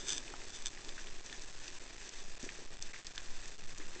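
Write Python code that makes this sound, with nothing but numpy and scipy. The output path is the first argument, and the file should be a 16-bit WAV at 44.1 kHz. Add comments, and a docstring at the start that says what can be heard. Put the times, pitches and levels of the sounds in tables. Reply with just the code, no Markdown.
"""Shallow coral reef, underwater.

Snapping shrimp crackle near and far; bubbles pop as damped tones. A drifting camera's
waterproof housing ticks, rubs and bumps in the hand over a slow swell and a low rumble.
The recorder's coarse steps turn the faint background into a sputtering fizz."""
import sys
import numpy as np
from scipy import signal
from scipy.fft import rfft, irfft
from scipy.io import wavfile
from scipy.ndimage import uniform_filter1d

SR = 44100
rng = np.random.default_rng(int(sys.argv[2]) if len(sys.argv) > 2 else 0)


def bounce(signal):
    """Save signal as a 16-bit WAV file at the path given by the first command-line argument."""
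    frames = np.transpose(np.atleast_2d(signal))
    limited = np.clip(frames, -1, 1)
    pcm = np.round(limited * 32767).astype(np.int16)
    wavfile.write(sys.argv[1], SR, pcm)


N = 176400
T = np.arange(N) / SR

# near shrimp snaps: t/s, level/dB, f/Hz
NEAR_SNAPS = [(.2785, -48, 2620), (.8478, -45.5, 4630), (0.8905, -42, 3600), (1.0704, -46, 2750),
              (1.2613, -43.5, 6300), (1.297, -46.5, 2360), (1.3266, -42.5, 3480), (1.42, -44.5, 5100),
              (1.6798, -41.5, 4450), (2.092, -41.5, 5750), (2.4277, -44, 5850), (2.4495, -45.5, 5500),
              (2.8241, -35, 5660), (3.0678, -37.5, 4780), (3.1582, -45.5, 5430), (3.1785, -36, 3420),
              (3.4568, -46, 6200), (3.479, -45.5, 6160), (3.782, -43.5, 5900)]
# distant crackle: t/s, level/dB
FAR_LEVEL = [(0, -56), (.75, -56), (1.15, -58.5), (1.55, -56), (1.93, -57), (2.1, -57.5), (2.31, -58),
             (2.5, -57), (2.7, -58.5), (2.96, -56), (3.1, -58), (3.3, -55.5), (3.6, -58), (4, -57.5)]
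# its spectrum: f/Hz, level/dB
FAR_SPECTRUM = [(500, -11), (1000, -5.5), (1400, -8), (1650, 0), (1900, 0), (2150, -7.5), (2550, 0.5),
                (2850, -5), (3300, -9.5), (3530, -0.5), (3850, -6.5), (5100, -3), (5450, -5.5), (5950, -1),
                (6500, -4), (7100, -6.5), (7600, 0.5), (8200, -7)]
# crackle flurries: t/s, sigma/s, level/dB
FLURRY_PEAKS = [(0.267, 0.021, -54.5), (0.474, 0.026, -59), (1.005, 0.029, -53), (1.266, 0.016, -53),
                (1.355, 0.021, -51), (1.657, 0.031, -52), (2.062, .018, -51.5), (2.176, 0.036, -52.5),
                (2.44, .025, -52), (2.547, 0.017, -53.5), (2.863, 0.0084, -55), (3.463, .025, -59.5),
                (3.821, 0.021, -59)]
# their spectrum: f/Hz, level/dB
FLURRY_SPECTRUM = [(1400, -9.5), (1750, 1.5), (2150, -6.5), (2550, -1.5), (2900, -8.5), (3550, -1),
                   (4200, -8.5), (5400, -5.5), (6000, 3.5), (6600, -4), (7100, -6.5), (7600, -2.5)]
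# bubble pops: t/s, level/dB, f/Hz, decay/cycles
BUBBLE_POPS = [(.2785, -47.5, 2520, 5.6), (.3380, -38, 820, 1.2), (.3388, -40, 1350, 1.9),
               (.4170, -40, 2020, 1.8), (.7738, -41, 1880, 2.5), (.9795, -40, 1610, 3.5),
               (.9865, -46.5, 1640, 3.6), (.992, -41.5, 1610, 2.5), (1.3262, -40.5, 1800, 4.2),
               (1.649, -48, 1850, 2.4), (1.6802, -39, 2650, 3), (2.4905, -35, 2490, 2.3),
               (2.4908, -37, 1764, 2.5), (2.9362, -37.5, 2160, 1.4), (2.9435, -39, 1800, 1.5),
               (2.9622, -39.5, 2136, 2.2), (3.1774, -35.5, 1690, 1.65), (3.801, -41.5, 1730, 2.1),
               (3.815, -42, 2060, 2.2), (3.955, -42.5, 1820, 2.3)]
# small far bubbles: f/Hz, level/dB
PATTER_SPECTRUM = [(1200, -15.5), (1650, 2), (1900, 1.5), (2150, -3.5), (2550, 1), (3000, -9)]
# housing resonances: f/Hz, width/Hz, gain/dB
HOUSING_MODES = [(1715, 190, -6.5), (2494, 200, -8), (3119, 100, -6.5), (3487, 80, 3.5), (3598, 110, 4.5),
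                 (4404, 140, -7.5), (4926, 160, -2), (5220, 300, -6.5), (6030, 240, 4), (6253, 130, -6),
                 (6964, 220, -5.5), (7613, 180, 2)]
# housing ticks: t/s, level/dB
HOUSING_TICKS = [(.0087, -48), (.0543, -56), (.0683, -42), (.0764, -37.5), (.0836, -31), (.0885, -48),
                 (.0915, -29), (.0948, -36.5), (.1032, -30), (.1122, -35.5), (.1178, -35.5), (.1207, -37),
                 (.1228, -30), (.1307, -32), (.1381, -43), (.1427, -42.5), (.148, -39), (.1644, -40.5),
                 (.1727, -38.5), (.1797, -31.5), (.5026, -43), (.5406, -53), (.5619, -44), (.6225, -42),
                 (.6526, -46.5), (.6583, -29.5), (.6674, -31), (.6738, -39.5), (.6813, -39)]
# hand rubbing: t/s, level/dB
RUB_LEVEL = [(0, -47.5), (.04, -55.5), (.06, -47.5), (.09, -42), (.125, -40), (.16, -47.5), (.19, -51),
             (.22, -69), (.5, -71), (.55, -45), (.6, -61), (.72, -66)]
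# soft housing bumps: t/s, level/dB, f/Hz, decay/cycles
HOUSING_BUMPS = [(.084, -47, 389, 4), (.305, -50.5, 383, 3), (.875, -48.5, 402, 1.5),
                 (2.4315, -38, 245, 0.6), (2.440, -37.5, 331, 0.87), (2.464, -41, 378, 1.3),
                 (2.588, -46, 402, 1.2), (3.799, -43.5, 326, 1), (3.812, -50, 332, 1),
                 (3.96, -45, 360, 2.7)]
# water rumble: t/s, level/dB
RUMBLE_LEVEL = [(0, -56.5), (.35, -58), (.7, -60.5), (1.2, -61.5), (2.2, -62.5), (2.6, -60.5), (3.0, -64.5),
                (3.4, -64), (3.7, -63), (4, -58)]
# its spectrum: f/Hz, level/dB
RUMBLE_SPECTRUM = [(25, 8), (45, 3.5), (65, -4), (120, -2), (200, -3.5), (270, -0.5), (380, 3.5), (480, -4),
                   (700, -7), (1200, -17.5)]
# pressure swell: t/s, level/dB
SWELL_LEVEL = [(0, -44), (.4, -40.5), (1.2, -42), (1.9, -45), (2.7, -44.5), (3.3, -39.5), (4, -42)]
# brief background dips: t/s, half-width/s
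LULL_TIMES = [(1.793, .009), (2.312, .005), (2.801, 0.0049), (3.031, 0.011), (3.567, .007)]


def near_shrimp():
    """Single snaps, each with its own brightness, partly coloured by the housing."""
    out = np.zeros(N)
    for t_s, db, hz in NEAR_SNAPS:
        crack = burst(rise_s=.0006, decay_s=.0012, tail_db=-17, tail_s=.0065)
        snap = resonance(crack, hz, width_hz=hz / 2)
        direct = from_db(-1) * resonance(snap, hz, width_hz=hz)
        add(out, t_s, at_level(housing(snap) + direct, db + 1))
    return out


def far_shrimp():
    """Countless distant snaps, the farthest merged into hiss."""
    snaps = grains(per_s=1000, spread_db=3.5)
    hiss = from_db(-2.5) * rng.standard_normal(N)
    flicker_db = 1.68 * drift(rate_hz=25)
    return level(FAR_LEVEL) * from_db(flicker_db) * colour(snaps + hiss, FAR_SPECTRUM)


def flurries():
    """Fine crackle that rises and fades for a moment."""
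    envelope = sum(from_db(db) * np.exp(-((T - t_s) / sigma_s) ** 2 / 2)
                   for t_s, sigma_s, db in FLURRY_PEAKS)
    return envelope * colour(grains(per_s=2500, spread_db=2.5), FLURRY_SPECTRUM)


def bubbles():
    """Near bubbles ring, rising slightly in pitch; the coral echoes them."""
    return rings(BUBBLE_POPS, glide=.015, echo_db=-14, echo_s=.014)


def handling():
    """The hand ticks and rubs on the housing."""
    out = level(RUB_LEVEL) * rms_one(housing(grains(per_s=4000, spread_db=1.8)))
    for t_s, db in HOUSING_TICKS:
        tick = burst(rise_s=.0007, decay_s=.0009, tail_db=-27.5, tail_s=.005)
        add(out, t_s, at_level(housing(tick), db - .4))
    return out


def bumps():
    """Soft knocks on the housing: low, quickly damped tones."""
    return rings(HOUSING_BUMPS, glide=0, echo_db=-17.5, echo_s=.014)


def housing(x):
    """The plastic shell: a broad direct path plus narrow modes."""
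    direct = from_db(-13) * resonance(x, hz=5500, width_hz=6000)
    return direct + sum(from_db(db) * resonance(x, hz, width_hz) for hz, width_hz, db in HOUSING_MODES)


def patter():
    """Small bubbles bursting all over the reef."""
    return from_db(-65) * colour(grains(per_s=160, spread_db=2), PATTER_SPECTRUM)


def water(lull_gain):
    """Low rumble over a pressure swell; in a lull the rumble dips and the swell slows."""
    flicker = from_db(drift(rate_hz=10))
    rumble = level(RUMBLE_LEVEL) * flicker * colour(rng.standard_normal(N), RUMBLE_SPECTRUM)
    swell_band_hz = [4, 11]
    bandpass = signal.butter(2, swell_band_hz, "band", fs=SR, output="sos")
    swell = rms_one(signal.sosfilt(bandpass, rng.standard_normal(N + SR))[SR:])
    slowed_s = np.cumsum(lull_gain) / SR
    return lull_gain * rumble + level(SWELL_LEVEL) * np.interp(slowed_s, T, swell)


def burst(rise_s, decay_s, tail_db, tail_s):
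    """A crack: fast-decaying noise with a faint tail of reflections."""
    t = T[:SR // 25]
    after_s = np.maximum(t - rise_s, 0)
    decay = np.exp(-after_s / decay_s) + from_db(tail_db) * np.exp(-after_s / tail_s)
    envelope = np.minimum(t / rise_s, 1) * decay
    crack = envelope * rng.standard_normal(len(t))
    for _ in range(3):  # flatten the spectrum, restore the envelope
        white = irfft(np.exp(1j * np.angle(rfft(crack))), len(t))
        local_rms = np.sqrt(np.abs(uniform_filter1d(white ** 2, size=24)) + 1e-12)
        crack = envelope * white / local_rms
    return crack


def rings(rows, glide, echo_db, echo_s):
    """Damped tones with a fractional pitch glide and scattered echoes."""
    out, t = np.zeros(N), T[:SR // 20]
    for t_s, db, hz, cycles in rows:
        age = t * hz / cycles
        pitch_hz = hz * (1 + glide * np.tanh(age - 1))
        tone = 2 * np.sin(2 * np.pi * np.cumsum(pitch_hz) / SR) * np.exp(-age)
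        scatter = rms_one(resonance(rng.standard_normal(len(t)), hz, width_hz=hz / 2))
        echoes = from_db(echo_db) * scatter * np.exp(-t / echo_s)
        attack = 1 - np.exp(-3 * age)
        add(out, t_s, from_db(db) * (tone + echoes) * attack)
    return out


def grains(per_s, spread_db):
    """Random clicks, many small and few large; rms 1."""
    sizes = from_db(spread_db * np.minimum(rng.exponential(1, N), 5))
    signs = rng.choice([-1, 1], N)
    return rms_one(sizes * signs * (rng.random(N) < per_s / SR))


def drift(rate_hz):
    """Slow random wander; rms 1."""
    hop, settle = 40, 2000
    r = np.exp(-2 * np.pi * hop * rate_hz / SR)
    noise = rng.standard_normal(N // hop + settle + 2)
    slow = signal.lfilter([1], [1, -2 * r, r * r], noise)[settle:]
    return np.interp(np.arange(N) / hop, np.arange(len(slow)), rms_one(slow))


def colour(x, spectrum):
    """Shape by (f/Hz, level/dB) rows, 12 dB/octave down past both ends; rms 1."""
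    hz, db = np.transpose(spectrum)
    f = np.maximum(np.arange(N // 2 + 1) * SR / N, 1)
    rolloff = np.minimum(f / hz[0], 1) ** 2 * np.minimum(hz[-1] / f, 1) ** 2
    gain = from_db(np.interp(np.log(f), np.log(hz), db))
    return rms_one(irfft(rfft(x) * rolloff * gain, N))


def resonance(x, hz, width_hz):
    """Two-pole resonator; peak gain 1."""
    r = np.exp(-np.pi * width_hz / SR)
    b = np.array([1, 0, -1]) * (1 - r * r) / 2
    a = [1, -2 * r * np.cos(2 * np.pi * hz / SR), r * r]
    return signal.lfilter(b, a, x + 1e-18)


def from_db(db):
    """Decibels to gain."""
    return 10 ** (np.asarray(db) / 20)


def rms_one(x):
    """Scale to rms 1."""
    return x / np.sqrt(np.mean(x ** 2) + 1e-20)


def level(rows):
    """Gain over time from (t/s, level/dB) rows."""
    return from_db(np.interp(T, *np.transpose(rows)))


def at_level(sound, db):
    """Scale to the energy of 2 ms at this level."""
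    return from_db(db) * sound / np.sqrt(np.sum(sound ** 2) / (.002 * SR))


def add(out, t_s, sound):
    """Mix a sound in at t_s."""
    i = max(int(t_s * SR), 0)
    out[i:i + len(sound)] += sound[:N - i]


def scene():
    """Near events over reef and water, which dip briefly in the lulls; mono."""
    lull_db = -6 * sum(np.exp(-((T - t_s) / half_s) ** 2) for t_s, half_s in LULL_TIMES)
    lull_gain = from_db(lull_db)
    near = handling() + near_shrimp() + bubbles() + bumps()
    far = far_shrimp() + flurries() + patter()
    return (near + lull_gain * far + water(lull_gain))[None]


def record(dry):
    """Recorder: low sample rate, coarse quantising, low-pass."""
    rate_hz, step_db, cutoff_hz = 16000, -45.1, 9700
    step = from_db(step_db)
    sampled = signal.resample(dry, N * rate_hz // SR, axis=1)
    stepped = step * np.round(sampled / step)
    out = signal.resample_poly(stepped, SR, rate_hz, axis=1)[:, :N]
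    return signal.sosfilt(signal.cheby2(16, 60, cutoff_hz, fs=SR, output="sos"), out)


dry = scene()
out = record(dry)
bounce(out)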